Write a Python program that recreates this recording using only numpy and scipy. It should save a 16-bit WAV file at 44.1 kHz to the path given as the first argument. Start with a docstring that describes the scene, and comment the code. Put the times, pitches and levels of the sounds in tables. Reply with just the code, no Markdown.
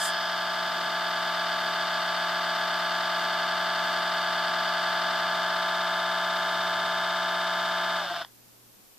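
"""A dusty laptop fan with a worn sleeve bearing, close to a stereo microphone on a desk in a still room.
After a brief bright hiss the fan whines over the air from its vent. The shaft whirls in the sleeve a
little faster than the rotor turns; the two motions mix into a cluster of tones and knock the case.
Near 5.7 s the whirl locks to 13 rounds in 11 turns and the whine firms; a faint low drone passes.
Near 8 s the whirl collapses, the rotor groans, catches on the dust and seizes, leaving room tone."""
import sys
import numpy as np
from scipy import signal
from scipy.fft import rfft, irfft
from scipy.io import wavfile
from scipy.ndimage import uniform_filter1d

SR = 44100
rng = np.random.default_rng(int(sys.argv[2]) if len(sys.argv) > 2 else 0)


def store_pcm(level_fs):
    """Save levels as 16-bit WAV."""
    pcm = np.round(np.clip(level_fs, -1, 1) * 32767).astype(np.int16)
    wavfile.write(sys.argv[1], SR, np.atleast_2d(pcm).T)


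N = 396018

LOCKED_RATIO = 13 / 11   # whirl rounds per rotor turn
DRAG_S, SEIZE_S, STOP_S = 7.95, 8.212, 8.262   # stages of the stall


def motion(collapse_at_s=7.968, collapse_s=.135, collapsed_ratio=1.025):
    """Rotor turns per second, whirl rounds per turn, and the shares of locking and collapse (0-1)."""
    # Speed that the motor holds: time_s, turns_per_s
    motor_speed = [(0, 177.7), (0.5, 177.4), (1.7, 176.2), (2.5, 176.3), (3, 177.0), (3.75, 177.3),
                   (4.25, 176.8), (5.1, 177.2), (5.72, 178.6), (7.95, 179.3)]
    driven, = in_time(motor_speed)
    lost = 40 * since(DRAG_S) + 300 * since(SEIZE_S)
    turns = np.maximum(driven - lost, driven / 2)
    # the free whirl follows the rotor only in part, so a faster rotor brings it down to the locked ratio
    free_whirl_hz = 210.6 + .4 * (driven - 177.6)
    ratio = np.maximum(free_whirl_hz / driven, LOCKED_RATIO)
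    lock = np.interp(driven, [177.0, 179.1], [.15, .99])
    collapse = ease(since(collapse_at_s) / collapse_s)
    return turns, ratio + collapse * (collapsed_ratio - ratio), lock, collapse


def angles(turns, ratio, lock, collapse):
    """Rotor and whirl angles in radians; the whirl slips a little while free, more as it collapses."""
    rotor = 2 * np.pi * np.cumsum(turns) / SR
    whirl = 2 * np.pi * np.cumsum(turns * ratio) / SR
    tug = .05 * np.sin(slow_beat(rotor, whirl)) + blend(.016, .009, lock) * drift(12)
    slip = blend(.045, .012, lock) + .2 * collapse ** 3
    return rotor + tug, whirl + tug + slip * drift(22.5)


def slow_beat(rotor, whirl):
    """Phase of the beat between five rounds of whirl and the six turns they nearly match."""
    return 5 * whirl - 6 * rotor


def bearing(rotor, whirl, lock):
    """Sum and difference tones of the two motions: low hum, shake of the shaft and fluttering whine."""
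    # Tones of the bearing, levels relative: rotor_multiple, whirl_multiple, free_db, locked_db
    tones = [(1, 0, -49.3, -49.0), (-1, 2, -60.8, -67), (-3, 4, -65.9, -66.6), (2, 0, -54.8, -53.9),
             (1, 1, -60.0, -60.1), (0, 2, -63.3, -65.3), (1, 2, -48.9, -46.2), (6, -2, -46, -43.5),
             (-1, 4, -40.4, -38.0), (4, 0, -42.0, -44.1), (1, 3, -49.4, -48.9), (-1, 5, -38.7, -38.3),
             (4, 1, -48.1, -45.6), (3, 2, -49.0, -47.0), (1, 4, -48.5, -42.6), (6, 0, -51.0, -50.4),
             (-1, 6, -50.5, -47.8), (4, 2, -46.2, -47.7), (3, 3, -50.8, -47.9), (9, -2, -39.9, -39.7),
             (1, 5, -41.0, -41.8), (7, 0, -51.3, -47.0), (6, 1, -45.6, -49.0), (5, 2, -49.7, -49.5),
             (4, 3, -45.1, -43.4), (3, 4, -51.8, -46.2), (9, -1, -49.2, -44.3), (2, 5, -50.9, -50.3),
             (8, 0, -50.0, -49.0), (1, 6, -49.6, -51.3), (11, -2, -44.5, -40.5), (3, 5, -43.9, -42.7),
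             (-4, 11, -48.9, -45.3), (8, 1, -46.8, -51.2), (1, 7, -47.6, -49.6), (7, 2, -48.0, -49.2),
             (0, 8, -49.9, -50.2), (6, 3, -37.3, -37.4), (-1, 9, -51.0, -49.6), (11, -1, -49.3, -47.9),
             (-6, 8, -54, -54), (3, 1, -55, -54), (9, -4, -56, -53), (2, 2, -54, -56), (8, -3, -58, -59),
             (-6, 9, -57, -59), (-6, 10, -55, -54), (-4, 9, -49, -70), (15, -7, -50, -57),
             (12, -4, -53, -51), (-2, 8, -53, -50), (-4, 10, -49, -70), (-7, 13, -55, -50),
             (5, 3, -51, -52), (-2, 9, -49, -70), (9, 0, -50, -70), (15, -5, -56, -50), (12, -2, -49, -49),
             (5, 4, -52, -50), (2, 3, -55, -56), (0, 7, -54, -53), (7, 1, -60, -53), (-1, 8, -60, -52),
             (10, 0, -55, -52), (1, 9, -54, -62), (6, 5, -64, -52), (11, 1, -62, -57), (11, 5, -64, -52),
             (0, 15, -53, -60), (1, 15, -62, -50), (2, 15, -52, -60), (9, 9, -62, -53), (20, 0, -53, -60),
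             (19, 1, -51, -47), (0, 17, -53, -68)]
    hum, shake, whine = np.zeros((3, N))
    flutters = [1 + blend(.1, .05, lock) * drift(34) for _ in range(13)]
    for k, (per_turn, per_round, free_db, locked_db) in enumerate(tones):
        phase = per_turn * rotor + per_round * whirl + rng.uniform(0, 2 * np.pi)
        tone = np.sqrt(2) * blend(from_db(free_db), from_db(locked_db), lock) * np.sin(phase)
        order = per_turn + per_round * LOCKED_RATIO
        if order < 3:
            hum += tone
        else:
            shake += tone * (order < 10)   # the highest tones are too small to swing the shaft
            whine += tone * flutters[k % len(flutters)]
    return hum, rms_one(shake), rms_one(evened(whine, .9 * lock ** 2))


def radiated(whine, lowest_mode_hz=575):
    """The case radiates next to nothing below its lowest mode."""
    return signal.sosfilt(signal.ellip(6, .3, 40, lowest_mode_hz, "high", fs=SR, output="sos"), whine)


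def evened(x, share, load_s=.018):
    """The load on the sleeve is steady, so strong and weak moments even out."""
    span = int(load_s * SR)
    power = uniform_filter1d(uniform_filter1d(x ** 2, span), span // 2)
    return x * (np.abs(power) / power.mean() + 1e-3) ** (-share / 2)


def knocks(shake, rotor, whirl, clearance=.11, uneven_db=.7):
    """The shaft hits the sleeve at each swing past the clearance, harder the further it would go."""
    before, here, after = shake[:-2], shake[1:-1], shake[2:]
    at = np.flatnonzero((here > before) & (here >= after) & (here > clearance))
    chance_db = uneven_db * rng.standard_normal(N)
    force = np.sqrt(here[at] - clearance) * grip(rotor[at], whirl[at]) * from_db(chance_db[at])
    # each peak falls between two samples, which share its click
    peak = at + 1 + .5 * (before[at] - after[at]) / (before[at] - 2 * here[at] + after[at])
    first, late = peak.astype(int), peak % 1
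    return np.bincount(first, force * (1 - late), N) + np.bincount(first + 1, force * late, N)


def grip(rotor, whirl, graze_db=-4, spread_laps=.085, spread_turns=.16):
    """The shaft touches hardest where rotor and whirl bring it onto a worn place."""
    # Worn places where the shaft rubs: position_laps, position_turns, gain_db
    worn_places = [(.84, .40, -2), (.95, .40, -2), (.60, .74, 0), (.43, .88, -4), (.90, .74, -1),
                   (.40, .25, -6), (.17, .15, -7)]
    turn, lap = rotor / (2 * np.pi), (whirl - rotor) / (2 * np.pi)
    gain = from_db(graze_db)
    for at_lap, at_turn, db in worn_places:
        laps_away = (lap - at_lap + .5) % 1 - .5
        turns_away = (turn - at_turn + .5) % 1 - .5
        away = (laps_away / spread_laps) ** 2 + (turns_away / spread_turns) ** 2
        gain = gain + from_db(db) * np.exp(-away / 2)
    # an oval shaft in an oval sleeve presses twice a turn and twice a round
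    return gain * (1 + .33 * np.cos(2 * rotor)) * (1 + .36 * np.cos(2 * whirl))


def case_ring(clicks, lock):
    """The case and its thin parts ring at each knock; scaled to unit power in the treble."""
    # How the case answers a knock: frequency_hz, gain_db
    case_response = [(200, -38), (540, -8), (610, -14.5), (1200, -27), (1730, -7.5), (1860, -3.5),
                     (2100, -1), (2650, -7.5), (2950, 2.5), (3620, 0), (3800, -3), (4250, -4), (5000, -4),
                     (5600, -8.5), (6800, -26.5), (8000, -17.5), (10000, -32.5)]
    # Thin parts that ring: pitch_hz, width_hz, free_db, locked_db
    thin_parts = [(1740, 350, 8, -6), (2000, 100, -7, -1), (2560, 23, -1, -2), (3604, 82, 7, 8),
                  (4590, 220, 4, -8)]
    case = colour(dispersed(clicks), case_response)
    parts = sum(blend(from_db(free_db), from_db(locked_db), lock) * ring(case, hz, width)
                for hz, width, free_db, locked_db in thin_parts)
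    rung = evened(case + parts, blend(.15, 1, lock))
    treble = signal.sosfilt(signal.butter(2, [2800, 6000], "band", fs=SR, output="sos"), rung)
    return rung / np.std(treble)


def dispersed(x, centres_hz=(1200, 1700, 2200, 2900, 3150, 3400), width_hz=520):
    """Bending waves in the thin case smear each knock over a millisecond or two (allpass sections)."""
    r = np.exp(-np.pi * width_hz / SR)
    for hz in centres_hz:
        poles = [1, -2 * r * np.cos(2 * np.pi * hz / SR), r * r]
        x = signal.lfilter(poles[::-1], poles, x)
    return x


def rasp(rotor, whirl, lock):
    """Gain of the knocks, pulsing with the slow beat, more deeply once the whirl locks."""
    beat = slow_beat(rotor, whirl)
    return from_db(.9 * (lock + .5) * (np.sin(beat) - .5 * np.cos(2 * beat)))


def bright_edge(rattle, rotor, whirl, lock, settle_s=.32, flutter=.38):
    """The rattle sounds brighter for a first moment; a free whirl flutters it twice per slow beat."""
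    # Bands lifted at the start: centre_hz, width_hz, added_db
    early_bands = [(1710, 84, 15.5), (3260, 280, 4.5), (4500, 300, -7), (5050, 420, 8.5)]
    early = sum(from_db(db) * ring(rattle, hz, width) for hz, width, db in early_bands)
    flicker = -flutter * (1 - lock) * np.cos(2 * slow_beat(rotor, whirl))
    return rattle + flicker * ring(rattle, hz=4680, width_hz=750) + np.exp(-since(0) / settle_s) * early


def groan(rotor, collapse, flutter=.49):
    """As the whirl dies, plain rotor orders take over; each swells falling through a case resonance."""
    # Case resonances and the orders that excite them: rotor_order, pitch_hz, width_hz, level_db
    resonances = [(2, 340, 33, -52.5), (4, 680, 82, -38.5), (7, 1185, 16, -51), (9, 1553, 13, -46)]
    tone = sum(from_db(db) * ring(collapse * np.sin(order * rotor), hz, width)
               for order, hz, width, db in resonances)
    return np.sqrt(2) * tone * (1 + flutter * drift(44))


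def grind(rotor, grains_per_s=1800):
    """The slowing rotor catches on the dusty sleeve in bursts of gritty slips, pulsing once a turn."""
    # Catches of the rotor: peak_s, half_length_s, level_db
    catches = [(8.05, .025, -42), (8.087, 0.027, -40), (8.139, 0.018, -35.5), (8.169, .01, -35),
               (8.218, 0.011, -35.5), (8.248, .003, -39)]
    # Colour of the scraping: frequency_hz, gain_db
    grit_spectrum = [(480, -27), (640, -5), (850, 0), (1650, 6), (1900, -5), (2600, -23), (3000, 0),
                     (3400, 2), (3750, -9), (5200, -6), (6500, -28)]
    slips = rng.random(N) < grains_per_s / SR
    grains = slips * rng.standard_normal(N) * (1 + .5 * np.cos(rotor))
    level = sum(from_db(db) * swell(s, length, length) for s, length, db in catches)
    return level * rms_one(colour(grains, grit_spectrum))


def fan(rotor, whirl, lock, collapse, running, desk_db=-14):
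    """Hum, whine, rattle and groan together, with the rattle reflected around the desk."""
    # How hard the shaft bears on the sleeve, levels relative: time_s, whine_db, knock_db
    effort = [(0, -30.5, -42.5), (1.4, -29, -39.5), (5, -27.5, -39), (5.75, -28, -40), (7.95, -28.5, -40.5)]
    whine_db, knock_db = in_time(effort)
    hum, shake, whine = bearing(rotor, whirl, lock)
    # the hum of the unbalanced rotor starts low, settles, and dies once the rotor drags
    hum = hum * from_db(-3.5 * np.exp(-since(0) / .88) - 45 * since(DRAG_S))
    whine = from_db(whine_db - 8.5 * collapse) * radiated(whine)
    force = running * from_db(knock_db + 2.5 - 5 * collapse) * rasp(rotor, whirl, lock)
    knocking = force * case_ring(knocks(shake, rotor, whirl), lock)
    rattle = bright_edge(knocking, rotor, whirl, lock) + grind(rotor)
    tonal = running * (hum + whine + groan(rotor, collapse))
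    return tonal + rattle + from_db(desk_db) * scattered(rattle, t60_s=.2)


def scattered(x, t60_s, size=8192):
    """Dense short reflections from screen, keyboard and desk."""
    tail = rng.standard_normal(size) * from_db(-60 * np.arange(size) / SR / t60_s)
    return signal.fftconvolve(x, tail / np.linalg.norm(tail))[:N]


def microphone_ports(x):
    """Each port hears its own colour; the treble reaches the left later and arrives partly scattered."""
    # Balance between the ports: frequency_hz, left_minus_right_db
    balance = [(100, 0), (180, -3.5), (500, -1.5), (760, -1.5), (1170, .7), (1680, 2.5), (1900, -2),
               (2500, 1.5), (2950, -3.5), (3300, -.6), (4050, .5), (4450, -6), (4850, -4), (5200, -8),
               (6500, 0), (7900, 9), (9000, 0)]
    # Delay at the left port: frequency_hz, lag_rad
    left_lag = [(3900, 0), (4300, .8), (5000, 1.2), (6200, 1.9)]
    # Share that arrives scattered: frequency_hz, gain_db
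    scatter_spectrum = [(150, -35), (700, -19), (1600, -17), (1850, -10), (2200, -26), (3650, -23),
                        (4150, -5), (4650, -12), (6000, -5), (9000, -2)]
    side = colour(scattered(x, t60_s=.05), scatter_spectrum)
    lean = from_db(in_frequency(balance, N) / 2) * np.exp(-.5j * in_frequency(left_lag, N))
    spectrum = rfft(x)
    return np.array([irfft(spectrum * lean, N) + side, irfft(spectrum / lean, N) - side])


def vent_air(collapse, hiss_db=-47.5, rumble_db=-57.5, collapse_db=-4):
    """Hiss and rumble at the vent, weaker as the fan fails, with a few soft rustles on top."""
    # Hiss of the air stream: frequency_hz, density_db
    hiss_spectrum = [(1000, -2.5), (3000, 14), (4500, 9), (6000, 8.5), (8500, 3), (10000, -7.5),
                     (12000, -2), (14200, 1)]
    # Rumble of the air stream: frequency_hz, density_db
    rumble_spectrum = [(20, -20), (75, -16), (110, -9), (150, -2), (300, 1), (500, 2), (800, -3),
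                       (2000, -43)]
    # Soft rustles: peak_s, half_length_s, low_db, high_db
    rustles = [(.8, 0.22, -53, -60), (1.652, 0.18, -56, -54), (3.216, .07, -55, -50),
               (3.907, 0.13, -56, -51), (6.472, 0.17, -55, -54), (6.8, 0.25, -56, -63)]
    hiss_power = from_db(hiss_db) ** 2
    rumble_power = from_db(rumble_db - .9 * drift(2.1)) ** 2
    for s, length, low_db, high_db in rustles:
        shape = swell(s, length, length)
        hiss_power += (from_db(high_db) * shape) ** 2
        rumble_power += (from_db(low_db) * shape) ** 2
    hiss = np.sqrt(hiss_power) * stereo_noise(hiss_spectrum, alike=.21)
    rumble = np.sqrt(rumble_power) * stereo_noise(rumble_spectrum, alike=.68)
    return from_db(collapse_db * collapse) * (hiss + rumble)


def bright_hiss(level_db=-35):
    """A short bright hiss at the outset, wide across the microphone."""
    # Colour of the hiss: frequency_hz, density_db
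    spectrum = [(2800, -43), (3400, -15), (5000, -10), (6400, -3), (7300, 3), (9300, 2), (11000, -8),
                (14000, -10)]
    shape = swell(peak_s=.055, attack_s=.08, release_s=.042)
    return from_db(level_db) * shape * stereo_noise(spectrum, alike=.28)


def room_tone(still_db=-55.5, mains_db=-70.5, mains_hz=118.4, drone_db=-63.5, drone_hz=100):
    """The still room, a faint wavering mains hum and a passing low drone."""
    # Noise of the still room: frequency_hz, density_db
    still_spectrum = [(25, -10), (60, -11), (85, -14), (120, -16), (200, -4), (290, -6), (500, -9.5),
                      (1000, -12), (2000, -16.5), (5000, -15), (10000, -16.5), (14000, -11)]
    band = ring(rng.standard_normal(N), drone_hz, width_hz=25)
    band = rms_one(ring(band, drone_hz, width_hz=25))
    drone = from_db(drone_db) * swell(peak_s=6.6, attack_s=.11, release_s=.45) * band
    mains = from_db(mains_db + 4 * drift(1.9)) * np.sin(2 * np.pi * mains_hz * since(0))
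    return from_db(still_db) * stereo_noise(still_spectrum, alike=.044) + mains + drone


def stereo_noise(spectrum, alike):
    """Coloured noise with correlation `alike` between the ports; the shared part has rms 1."""
    mid, side = (rms_one(colour(rng.standard_normal(N), spectrum)) for _ in range(2))
    return mid + np.sqrt((1 - alike) / (1 + alike)) * side * [[1], [-1]]


def colour(x, spectrum, size=4096):
    """Causal (minimum-phase) filter that follows rows of frequency_hz, gain_db."""
    cepstrum = irfft(np.log(from_db(in_frequency(spectrum, size))))
    cepstrum[1:size // 2] *= 2
    cepstrum[size // 2 + 1:] = 0
    return signal.fftconvolve(x, irfft(np.exp(rfft(cepstrum))))[:N]


def ring(x, hz, width_hz):
    """A resonant band-pass with gain 1 at its peak."""
    r = np.exp(-np.pi * width_hz / SR)
    poles = [1, -2 * r * np.cos(2 * np.pi * hz / SR), r * r]
    return signal.lfilter((1 - r * r) / 2 * np.array([1, 0, -1]), poles, x)


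def drift(rate_hz):
    """Slow random wander with rms 1."""
    r = np.exp(-40 * np.pi * rate_hz / SR)   # one step every 20 samples
    slow = signal.lfilter([1], [1, -2 * r, r * r], rng.standard_normal(N // 20 + 2002))[2000:]
    return np.interp(np.arange(N) / 20, np.arange(len(slow)), rms_one(slow))


def in_time(rows):
    """Each column of a curve over time, sample by sample."""
    s, *columns = np.transpose(rows)
    return [np.interp(since(0), s, column) for column in columns]


def in_frequency(rows, size):
    """A curve over log frequency, at each bin of an FFT of this size."""
    hz, values = np.transpose(rows)
    bins_hz = np.maximum(np.fft.rfftfreq(size, 1 / SR), 1)
    return np.interp(np.log(bins_hz), np.log(hz), values)


def swell(peak_s, attack_s, release_s):
    """A bell-shaped gain with its own rise and fall."""
    t = since(0) - peak_s
    return np.exp(-np.minimum((t / np.where(t < 0, attack_s, release_s)) ** 2, 20))


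def blend(free, locked, lock):
    """Go from the value with a free whirl to the value with a locked one."""
    return free + lock * (locked - free)


def since(s):
    """Seconds gone by after a moment; zero before it."""
    return np.maximum(np.arange(N) / SR - s, 0)


def ease(x):
    """A smooth step from 0 to 1."""
    return .5 - .5 * np.cos(np.pi * np.clip(x, 0, 1))


def from_db(db):
    """Decibels to gain."""
    return 10 ** (np.asarray(db) / 20)


def rms_one(x):
    """Scale to unit power."""
    return x / np.sqrt(np.mean(x ** 2) + 1e-20)


def scene(fade_s=.069):
    """The fan and its air close to the microphone until the stall, the still room behind."""
    turns, ratio, lock, collapse = motion()
    rotor, whirl = angles(turns, ratio, lock, collapse)
    running = 1 - ease(since(STOP_S - fade_s) / fade_s)
    close_fan = microphone_ports(fan(rotor, whirl, lock, collapse, running))
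    return close_fan + running * vent_air(collapse) + bright_hiss() + room_tone()


def record(dry):
    """The top is cut steeply above 14.3 kHz."""
    return signal.sosfilt(signal.ellip(12, .1, 80, 14300, fs=SR, output="sos"), dry)


dry = scene()
out = record(dry)
store_pcm(out)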